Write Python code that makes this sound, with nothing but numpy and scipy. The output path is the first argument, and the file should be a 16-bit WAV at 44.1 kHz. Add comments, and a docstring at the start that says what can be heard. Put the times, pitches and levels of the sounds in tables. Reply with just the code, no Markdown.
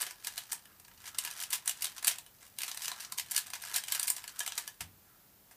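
"""Fast turning of a puzzle cube

A plastic speed cube is turned fast in the hands above a desk mat, in a small quiet room.
Each flick slides a layer with a fine rattle, made of many tiny noisy slips, and loose pieces tick along.
Hollow pieces collide and seat in clusters of clacks: bursts of noise plus short ringing tones.
Soft, smooth swishes of noise around 1.4 kHz swell and fade now and then.
Near the end the cube knocks on the mat and the desk thuds softly.
Hiss, a faint hum and a slow rumble lie behind it all."""
import sys
import numpy as np
from scipy import signal
from scipy.fft import rfft, irfft
from scipy.io import wavfile

SR = 44100
rng = np.random.default_rng(int(sys.argv[2]) if len(sys.argv) > 2 else 0)


def log_audio(samples):
    """Write samples as a 16-bit WAV file to the path given in sys.argv[1]."""
    # one column per channel
    frames = np.atleast_2d(samples).T
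    # limit to full scale, then quantise
    limited = np.clip(frames, -1, 1)
    pcm = np.round(limited * 32767).astype(np.int16)
    wavfile.write(sys.argv[1], SR, pcm)


N = 245183
TIME = np.arange(N) / SR

# room air and microphone hiss, tone colour: (frequency [Hz], relative level [dB per Hz])
AIR_COLOUR = [(15, -33), (30, -27), (39, 2.5), (62, -6), (90, -2), (130, -0.5), (200, -4.5), (300, -7),
              (500, -9.5), (800, -9), (1400, -11.5), (2400, -15), (10000, -15), (13200, -8.5)]
AIR_DB = -60
# faint hum in the room: (frequency [Hz], level [dB])
HUM_TONES = [(199.2, -82)]
# a low rumble that swells and sinks: (time [s], level [dB])
RUMBLE_LEVELS = [(0, -87), (.75, -79), (.95, -71.5), (1.3, -77.5), (1.8, -86), (2.5, -78.5), (3.1, -77),
                 (3.7, -77), (4.2, -90), (5.55, -91)]
# colour of the rumble: (frequency [Hz], relative level [dB])
RUMBLE_TONE = [(20, -34), (32, -20), (42, -8), (62, -13), (90, 12), (125, -7), (250, -30), (600, -48)]

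# a layer is flicked round, speeds up and is braked:
# (time at full speed [s], level before trim [dB], speeding-up [s], braking [s])
LAYER_TURNS = [(0.013, -39.5, 0.09, .06), (.10, -48, 0.027, 0.039), (.275, -48, 0.071, 0.14),
               (.385, -49, 0.063, 0.089), (0.519, -47.5, 0.047, 0.045), (1.08, -46.5, 0.079, 0.02),
               (1.255, -47, 0.076, 0.25), (1.425, -44, 0.16, 0.029), (1.533, -38, 0.024, 0.04),
               (1.685, -40, 0.029, 0.03), (1.85, -41.5, 0.082, 0.07), (1.972, -45, 0.018, 0.026),
               (2.075, -39.5, .05, 0.072), (2.419, -56.5, 0.028, 0.098), (2.63, -48, 0.046, .17),
               (2.84, -44, 0.1, 0.13), (3.02, -49, 0.14, 0.084), (3.185, -42, 0.019, .03),
               (3.36, -44.5, 0.1, 0.11), (3.465, -49.5, .03, 0.055), (3.545, -43, 0.019, 0.036),
               (3.645, -45.5, 0.061, .15), (3.765, -38.5, 0.1, .03), (3.94, -42.5, 0.12, 0.25),
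               (4.09, -44.5, 0.039, 0.042), (4.178, -52, .03, 0.088), (4.29, -52, 0.048, 0.056),
               (4.415, -45.5, 0.078, 0.13), (4.565, -45, 0.037, 0.1), (4.66, -52, .04, 0.032)]
TURN_RANGE_DB = 17  # how far below full speed a turn is where speeding-up starts and braking ends
# colour of the sliding: (frequency [Hz], relative level [dB])
SLIDE_TONE = [(150, -43), (500, -11), (800, 1.5), (1150, 1.5), (1400, 6), (1750, 7), (2200, 2), (3000, 1),
              (6000, 2.5), (8500, 0), (12000, -0.5), (15500, -8.5)]

# loose pieces tick all the while: level against the turning, its spread, hollow body, treble [dB]; ring [s]
TICK_DB, TICK_SPREAD_DB, TICK_BODY_DB, TICK_TREBLE_DB, TICK_T60 = 2, 2.5, -4, 1.5, 0.0094
IDLE_DB = -68  # keeps the ticks going between turns, while the fingers work
HANDLING_END_S = 4.8  # the ticking stops when the cube knocks on the mat

# pieces colliding and seating:
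# (time [s], level before trim [dB], hollow body [dB], treble [dB], time to fade by 60 dB [s])
COLLISIONS = [(0.0185, -30.5, -13, 13, 0.015), (0.0273, -35, 1, -3, 0.032), (0.0656, -39, -2.5, -2, 0.06),
              (.247, -39, -12, 1, .012), (0.2705, -32.5, -1.5, 5.5, 0.015), (0.378, -33.5, -7.5, 0.5, 0.04),
              (.521, -32, -8, 6, 0.0061), (0.5295, -33.5, 9, 14, 0.017), (0.6555, -52.5, -1, 0, 0.007),
              (0.7984, -52, 6.5, 10.5, .032), (.8487, -54, -2, -2, 0.027), (0.882, -54, 5, 1, 0.013),
              (0.9135, -56, 5, -14, 0.037), (1.012, -59, -7, -6, .01), (1.056, -47.5, -8, -3, 0.087),
              (1.0798, -48, -3, 5, 0.036), (1.1465, -45.5, -1, -4, 0.037), (1.186, -28, -12, 3, 0.018),
              (1.2385, -43.5, 6, 13, .007), (1.2493, -34, -4, 4.5, 0.017), (1.2744, -39, -1, -7, .012),
              (1.3121, -40.5, -11, 2, 0.0062), (1.4017, -38, -14, 1, 0.019), (1.4128, -42, -18, 5, .007),
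              (1.4251, -38, -11, 10, 0.032), (1.436, -36, -10, 1, .019), (1.505, -37, -5, 11, 0.029),
              (1.529, -28.5, -4.5, 5, 0.078), (1.5545, -37, -10, 6, .032), (1.659, -41, 2, 12, 0.01),
              (1.6771, -26.5, -6, 5.5, 0.015), (1.6942, -29.5, -8, 6, 0.017), (1.711, -39.5, -9, 1, 0.022),
              (1.822, -31.5, -24, 5.5, 0.044), (1.8441, -31.5, -9, 6, 0.029), (1.854, -35, -25, -2, 0.014),
              (1.981, -40.5, -2.5, -2, .029), (2.027, -41, 2.5, 5, 0.026),
              (2.0464, -29.5, -6.5, 2.5, 0.0083), (2.071, -26, -3, 10, 0.03),
              (2.079, -21.5, -8, 5.5, 0.029), (2.0955, -37, -8, -3, .015), (2.1117, -35, -9.5, -2, 0.057),
              (2.1853, -41, -6, 1, 0.0059), (2.2639, -52, -4, 0, 0.011), (2.5866, -34.5, -11, 4.5, 0.01),
              (2.606, -40, -7, -2, .015), (2.618, -35.5, -7, 4, 0.02), (2.6332, -33, -8, -2, 0.019),
              (2.68, -38, -3.5, 0.5, 0.091), (2.7152, -37, -8.5, -5, 0.01), (2.746, -42, 7, 11, .018),
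              (2.774, -37.5, -6.5, 0, 0.01), (2.8196, -39, -14, 0, 0.089), (2.8439, -39, -14, 0, .03),
              (2.857, -36.5, -19, 1, .012), (2.8807, -32, -4, 1, 0.021), (2.917, -34.5, 1.5, -5, 0.0054),
              (3.004, -41, -9, -1, 0.046), (3.048, -42.5, -12, -9, 0.027), (3.1221, -35.5, -2.5, 2.5, 0.02),
              (3.1787, -39.5, -11.5, 9, .04), (3.1846, -32, -7, 1, .014), (3.197, -33, -4.5, 4, 0.019),
              (3.3112, -35.5, -9, 10, .039), (3.3177, -33.5, 1, 11.5, .007), (3.3477, -37, -25, 4, 0.018),
              (3.364, -25.5, -19, 2, 0.008), (3.3777, -27, -7, 4, 0.034), (3.5026, -43, 1, 6, 0.018),
              (3.5349, -35.5, 0.5, -2.5, 0.037), (3.6225, -42.5, -14, 7, 0.02),
              (3.7413, -33, -9.5, -0.5, 0.045), (3.7606, -27, -10, 4, 0.055), (3.7825, -36, -5, -1, .016),
              (3.8377, -39, -6.5, 0, 0.011), (3.8827, -37, -7, 1, 0.035),
              (3.9219, -26.5, -10.5, 3.5, 0.025), (3.9481, -32, -10.5, 4, 0.054),
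              (3.9967, -29.5, -7, 8, 0.0079), (4.0295, -31, -16, 6, .036), (4.0726, -34.5, -14, 18, 0.034),
              (4.0793, -30.5, -11, 3.5, 0.059), (4.1018, -25, 5.5, 22.5, 0.018),
              (4.165, -38.5, -1, 8, 0.027), (4.241, -42, -3, -2, 0.0089), (4.278, -40, -5, 2.5, .023),
              (4.393, -33.5, -10, 14, 0.011), (4.405, -32, -0.5, 1, .005), (4.4635, -35.5, -6, 2, .018),
              (4.477, -33, -1, 1, 0.012), (4.5213, -38, -6.5, -7, 0.0073), (4.5782, -30.5, -5, 2, 0.053),
              (4.6772, -37, -2, 4.5, 0.013), (4.807, -36.5, 0, 1.5, 0.068), (5.511, -54.5, 7.5, 5, 0.1)]
# resonances of the hollow pieces, before each hit varies them:
# (frequency [Hz], time to fade by 60 dB [s], relative level [dB])
SHELL_TONES = [(731, 0.065, -10), (969, 0.061, -2.5), (1440, 0.023, -8.5), (1751, 0.065, -3.5),
               (2403, 0.059, -14), (3020, 0.042, -1), (3895, 0.041, -3), (4750, 0.016, 2.5),
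               (5940, 0.0072, 6.5), (8100, 0.022, 0.5), (9180, 0.0025, 12.5), (13600, .007, -20)]
# colour of a collision: (frequency [Hz], relative level [dB])
CLACK_TONE = [(150, -20), (400, -9), (550, -15), (720, -1.5), (850, -5.5), (1100, -1), (1700, 1),
              (2400, 3.5), (3200, 1.5), (6000, 2.5), (8500, 7), (11000, 3.5), (13500, 4), (15500, -4)]
SCUFF_DB, SCUFF_T60 = -10.5, 0.015  # scuff around a clack: level against the blow [dB], fade [s]
RISE_S, SNAP_T60 = 0.00039, 0.0012  # rise of the blow [s], fade of its hard snap [s]

# soft, smooth swishes that swell and fade: (time at the middle [s], length [s], level [dB])
SOFT_SWISHES = [(0.705, 0.078, -69), (1.307, 0.36, -61), (3.003, 0.21, -61.5), (4.36, 0.22, -61.5),
                (5.14, 0.17, -73)]
# colour of the swishes: (frequency [Hz], relative level [dB])
SWISH_TONE = [(400, -32), (900, -16), (1350, 4), (1750, -6.5), (2600, -15), (8000, -28)]

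# resonances of the desk under the mat: (frequency [Hz], time to fade by 60 dB [s], level [dB])
DESK_TONES = [(75.5, 0.15, -42), (93.8, 0.57, -50), (162, 0.11, -42.5), (256, 0.16, -56)]
KNOCK_S = 4.807

TOP_HZ = 15400  # the recorder keeps what lies below this


def undb(db):
    """Turn decibels into a plain multiplier."""
    return 10 ** (np.asarray(db) / 20)


def unit(x):
    """Scale to an average strength (rms) of 1."""
    return x / np.sqrt(np.mean(x ** 2))


def band(x, lo_hz, hi_hz):
    """Keep mainly the pitches between two frequencies, without looking ahead in time."""
    return signal.sosfilt(signal.butter(3, [lo_hz, hi_hz], "band", fs=SR, output="sos"), x)


def colour(x, points, size=4096):
    """Shape the tone through (frequency [Hz], level [dB]) points, without looking ahead in time."""
    hz, db = np.transpose(points)
    grid = np.maximum(np.fft.rfftfreq(size, 1 / SR), 1)
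    curve_db = np.interp(np.log(grid), np.log(hz), db)
    # folding the cepstrum (the spectrum of the log spectrum) makes the filter respond at once
    cepstrum = irfft(np.log(undb(curve_db)))
    cepstrum[1:size // 2] *= 2
    cepstrum[size // 2 + 1:] = 0
    response = irfft(np.exp(rfft(cepstrum)))
    return signal.fftconvolve(x, response)[:len(x)]


def fade(t, t60):
    """Die away smoothly, 60 dB down after t60 seconds."""
    return np.exp(-np.log(1000) * t / t60)


def add(out, s, sound):
    """Mix a sound in at time s."""
    start = max(int(s * SR), 0)
    out[start:start + len(sound)] += sound[:max(N - start, 0)]


def quiet():
    """Room air and microphone hiss as noise, a faint steady hum and a slowly swelling rumble."""
    air = undb(AIR_DB) * unit(colour(rng.standard_normal(N), AIR_COLOUR, size=16384))
    # the square root of 2 gives each tone its level as rms
    hum = sum(np.sqrt(2) * undb(db) * np.sin(2 * np.pi * hz * TIME) for hz, db in HUM_TONES)
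    rumble = unit(colour(rng.standard_normal(N), RUMBLE_TONE, size=16384))
    rumble_level = undb(np.interp(TIME, *np.transpose(RUMBLE_LEVELS)))
    return air + hum + rumble * rumble_level


def turning():
    """Strength of the turning over time: every flick swells to full speed and dies away."""
    speed = 0
    for s, db, rise_s, brake_s in LAYER_TURNS:
        # 0 at full speed, 1 at the start of speeding-up and at the end of braking
        away = np.maximum((s - TIME) / rise_s, (TIME - s) / brake_s)
        speed = np.maximum(speed, undb(db - TURN_RANGE_DB * away))
    return speed


def grainy_noise(grain_rate, spread_db, grain_t60, smooth_db, size=512):
    """Noise made of dense tiny bursts of uneven size (rate per second) above a smooth hiss."""
    happens = rng.random(N) < grain_rate / SR
    grains = happens * undb(spread_db * np.minimum(rng.exponential(size=N), 3))
    # each grain releases a short burst of energy
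    energy = signal.fftconvolve(grains ** 2, fade(TIME[:size], grain_t60) ** 2)[:N]
    strength = unit(np.sqrt(np.abs(energy)))
    return unit(rng.standard_normal(N) * (strength + undb(smooth_db)))


def sliding(speed, trim_db=-2):
    """Edges tick over each other in tiny slips while a layer turns, louder when it turns faster."""
    slips = grainy_noise(grain_rate=480, spread_db=4.5, grain_t60=.007, smooth_db=-10)
    return unit(colour(slips, SLIDE_TONE)) * speed * undb(trim_db)


def loose_ticks(speed, colour_spread_db=3, count=260):
    """Small collisions at uneven moments, stronger as the turning is faster; rows as in COLLISIONS."""
    s = (np.arange(count) + rng.random(count)) * HANDLING_END_S / count
    strength, body, treble = rng.standard_normal((count, 3)).T
    drive = np.interp(s, TIME, speed) * undb(TICK_DB) + undb(IDLE_DB)
    level_db = 20 * np.log10(drive) + TICK_SPREAD_DB * strength
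    body_db = TICK_BODY_DB + colour_spread_db * body
    treble_db = TICK_TREBLE_DB + colour_spread_db * treble
    return np.column_stack([s, level_db, body_db, treble_db, np.full(count, TICK_T60)])


def attack_rms(x, lead, attack):
    """Average strength of each hit just after the pieces meet."""
    return np.sqrt(np.mean(x[:, lead:lead + attack] ** 2, axis=1, keepdims=True))


def clacks(rows, snap_db=4, ring_db=-9, detune=0.052, body_hz=2000, treble_hz=6500, trim_db=-1,
           chatter_db=1.0, size=2560):
    """Each collision is a brief scuff, a hard snap, a chatter of loose pieces and a ring of the hollow shells."""
    s, level_db, body_db, treble_db, t60 = np.transpose(rows)[:, :, None]
    lead, attack, contact = int(.008 * SR), int(.004 * SR), 16  # in samples
    t = (np.arange(size) - lead) / SR
    after = np.maximum(t, 0)

    # bevelled edges drag over each other around the moment they seat
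    scuff = undb(SCUFF_DB) * fade(np.abs(t), SCUFF_T60)
    decay = fade(after, t60) + undb(snap_db) * fade(after, SNAP_T60)
    blow = decay * (1 - np.exp(-after / RISE_S))
    # the blow runs on through neighbouring pieces as a string of brief uneven contacts
    contacts = undb(chatter_db * rng.standard_normal((len(s), size // contact)))
    chatter = np.repeat(contacts, contact, axis=1)
    hits = rng.standard_normal((len(s), size)) * chatter * (scuff + blow)

    for hz, mode_t60, db in SHELL_TONES:
        # another piece is struck at another spot each time, so tuning and strength vary
        tuning, strength = rng.uniform(-1.23, 1, (len(s), 2)).T[:, :, None]
        tone = np.sin(2 * np.pi * hz * (1 + detune * tuning) * after)
        hits += undb(db + ring_db) * strength * fade(after, mode_t60) * tone

    # flat faces meeting sound hollow, corners catching sound bright
    parts = band(hits, 340, body_hz), band(hits, body_hz, treble_hz), band(hits, treble_hz, 18600)
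    body, middle, treble = (part / attack_rms(part, lead, attack) for part in parts)
    hits = undb(body_db) * body - middle + undb(treble_db) * treble
    hits *= undb(level_db + trim_db) / attack_rms(hits, lead, attack)

    out = np.zeros(N)
    for when, hit in zip(s.ravel(), hits):
        add(out, when - lead / SR, hit)
    return colour(out, CLACK_TONE)


def soft_swishes():
    """Smooth noise, strongest around 1.4 kHz, swells and fades now and then."""
    swell = sum(undb(db) * np.exp(-2 * ((TIME - s) / length) ** 2) for s, length, db in SOFT_SWISHES)
    noise = grainy_noise(grain_rate=350, spread_db=0, grain_t60=0.022, smooth_db=-3)
    return swell * unit(colour(noise, SWISH_TONE))


def desk_thud(push_s=0.012, boom_db=-58, boom_t60=0.65, boom_lo_hz=65, boom_hi_hz=280):
    """The rubber mat softens the knock, so only low desk-top tones ring, and the room booms briefly."""
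    out, t = np.zeros(N), TIME[:SR]
    ring = sum(undb(db) * fade(t, t60) * np.sin(2 * np.pi * hz * t) for hz, t60, db in DESK_TONES)
    low_noise = unit(band(rng.standard_normal(len(t)), boom_lo_hz, boom_hi_hz))
    boom = undb(boom_db) * fade(t, boom_t60) * low_noise
    soft_start = 1 - np.exp(-t / push_s)
    add(out, KNOCK_S, (ring + boom) * soft_start)
    return out


def room(x, wet_db=-8, low_t60=0.39, high_t60=0.099, build_s=0.0014, near_db=-8.5, near_t60=0.14, count=18):
    """Desk and nearby things add early echoes; the walls add a diffuse tail whose treble dies first."""
    t = TIME[:SR // 3]
    build = 1 - np.exp(-(t / build_s) ** 2)
    echoes = rng.standard_normal(len(t)) * build * fade(t, near_t60)
    near = signal.fftconvolve(x, echoes / np.linalg.norm(echoes))[:N]
    edges = np.geomspace(350, 16000, count + 1)  # band limits [Hz]
    wet = np.zeros(N)
    for lo, hi, t60 in zip(edges, edges[1:], np.linspace(low_t60, high_t60, count)):
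        # the room stores the energy of each band and lets it go slowly
        store = (build * fade(t, t60)) ** 2
        energy = signal.fftconvolve(band(x, lo, hi) ** 2, store / store.sum())[:N]
        wet += np.sqrt(np.abs(energy)) * unit(band(rng.standard_normal(N), lo, hi))
    return x + undb(near_db) * near + undb(wet_db) * wet


def scene():
    """The cube and the soft swishes in the room, the desk and the background."""
    speed = turning()
    collisions = np.vstack([COLLISIONS, loose_ticks(speed)])
    in_room = sliding(speed) + clacks(collisions) + soft_swishes()
    return (quiet() + room(in_room) + desk_thud())[None]


def record(dry):
    """The recorder cuts the top steeply."""
    return signal.sosfilt(signal.ellip(10, .2, 70, TOP_HZ, fs=SR, output="sos"), dry)


dry = scene()
out = record(dry)
log_audio(out)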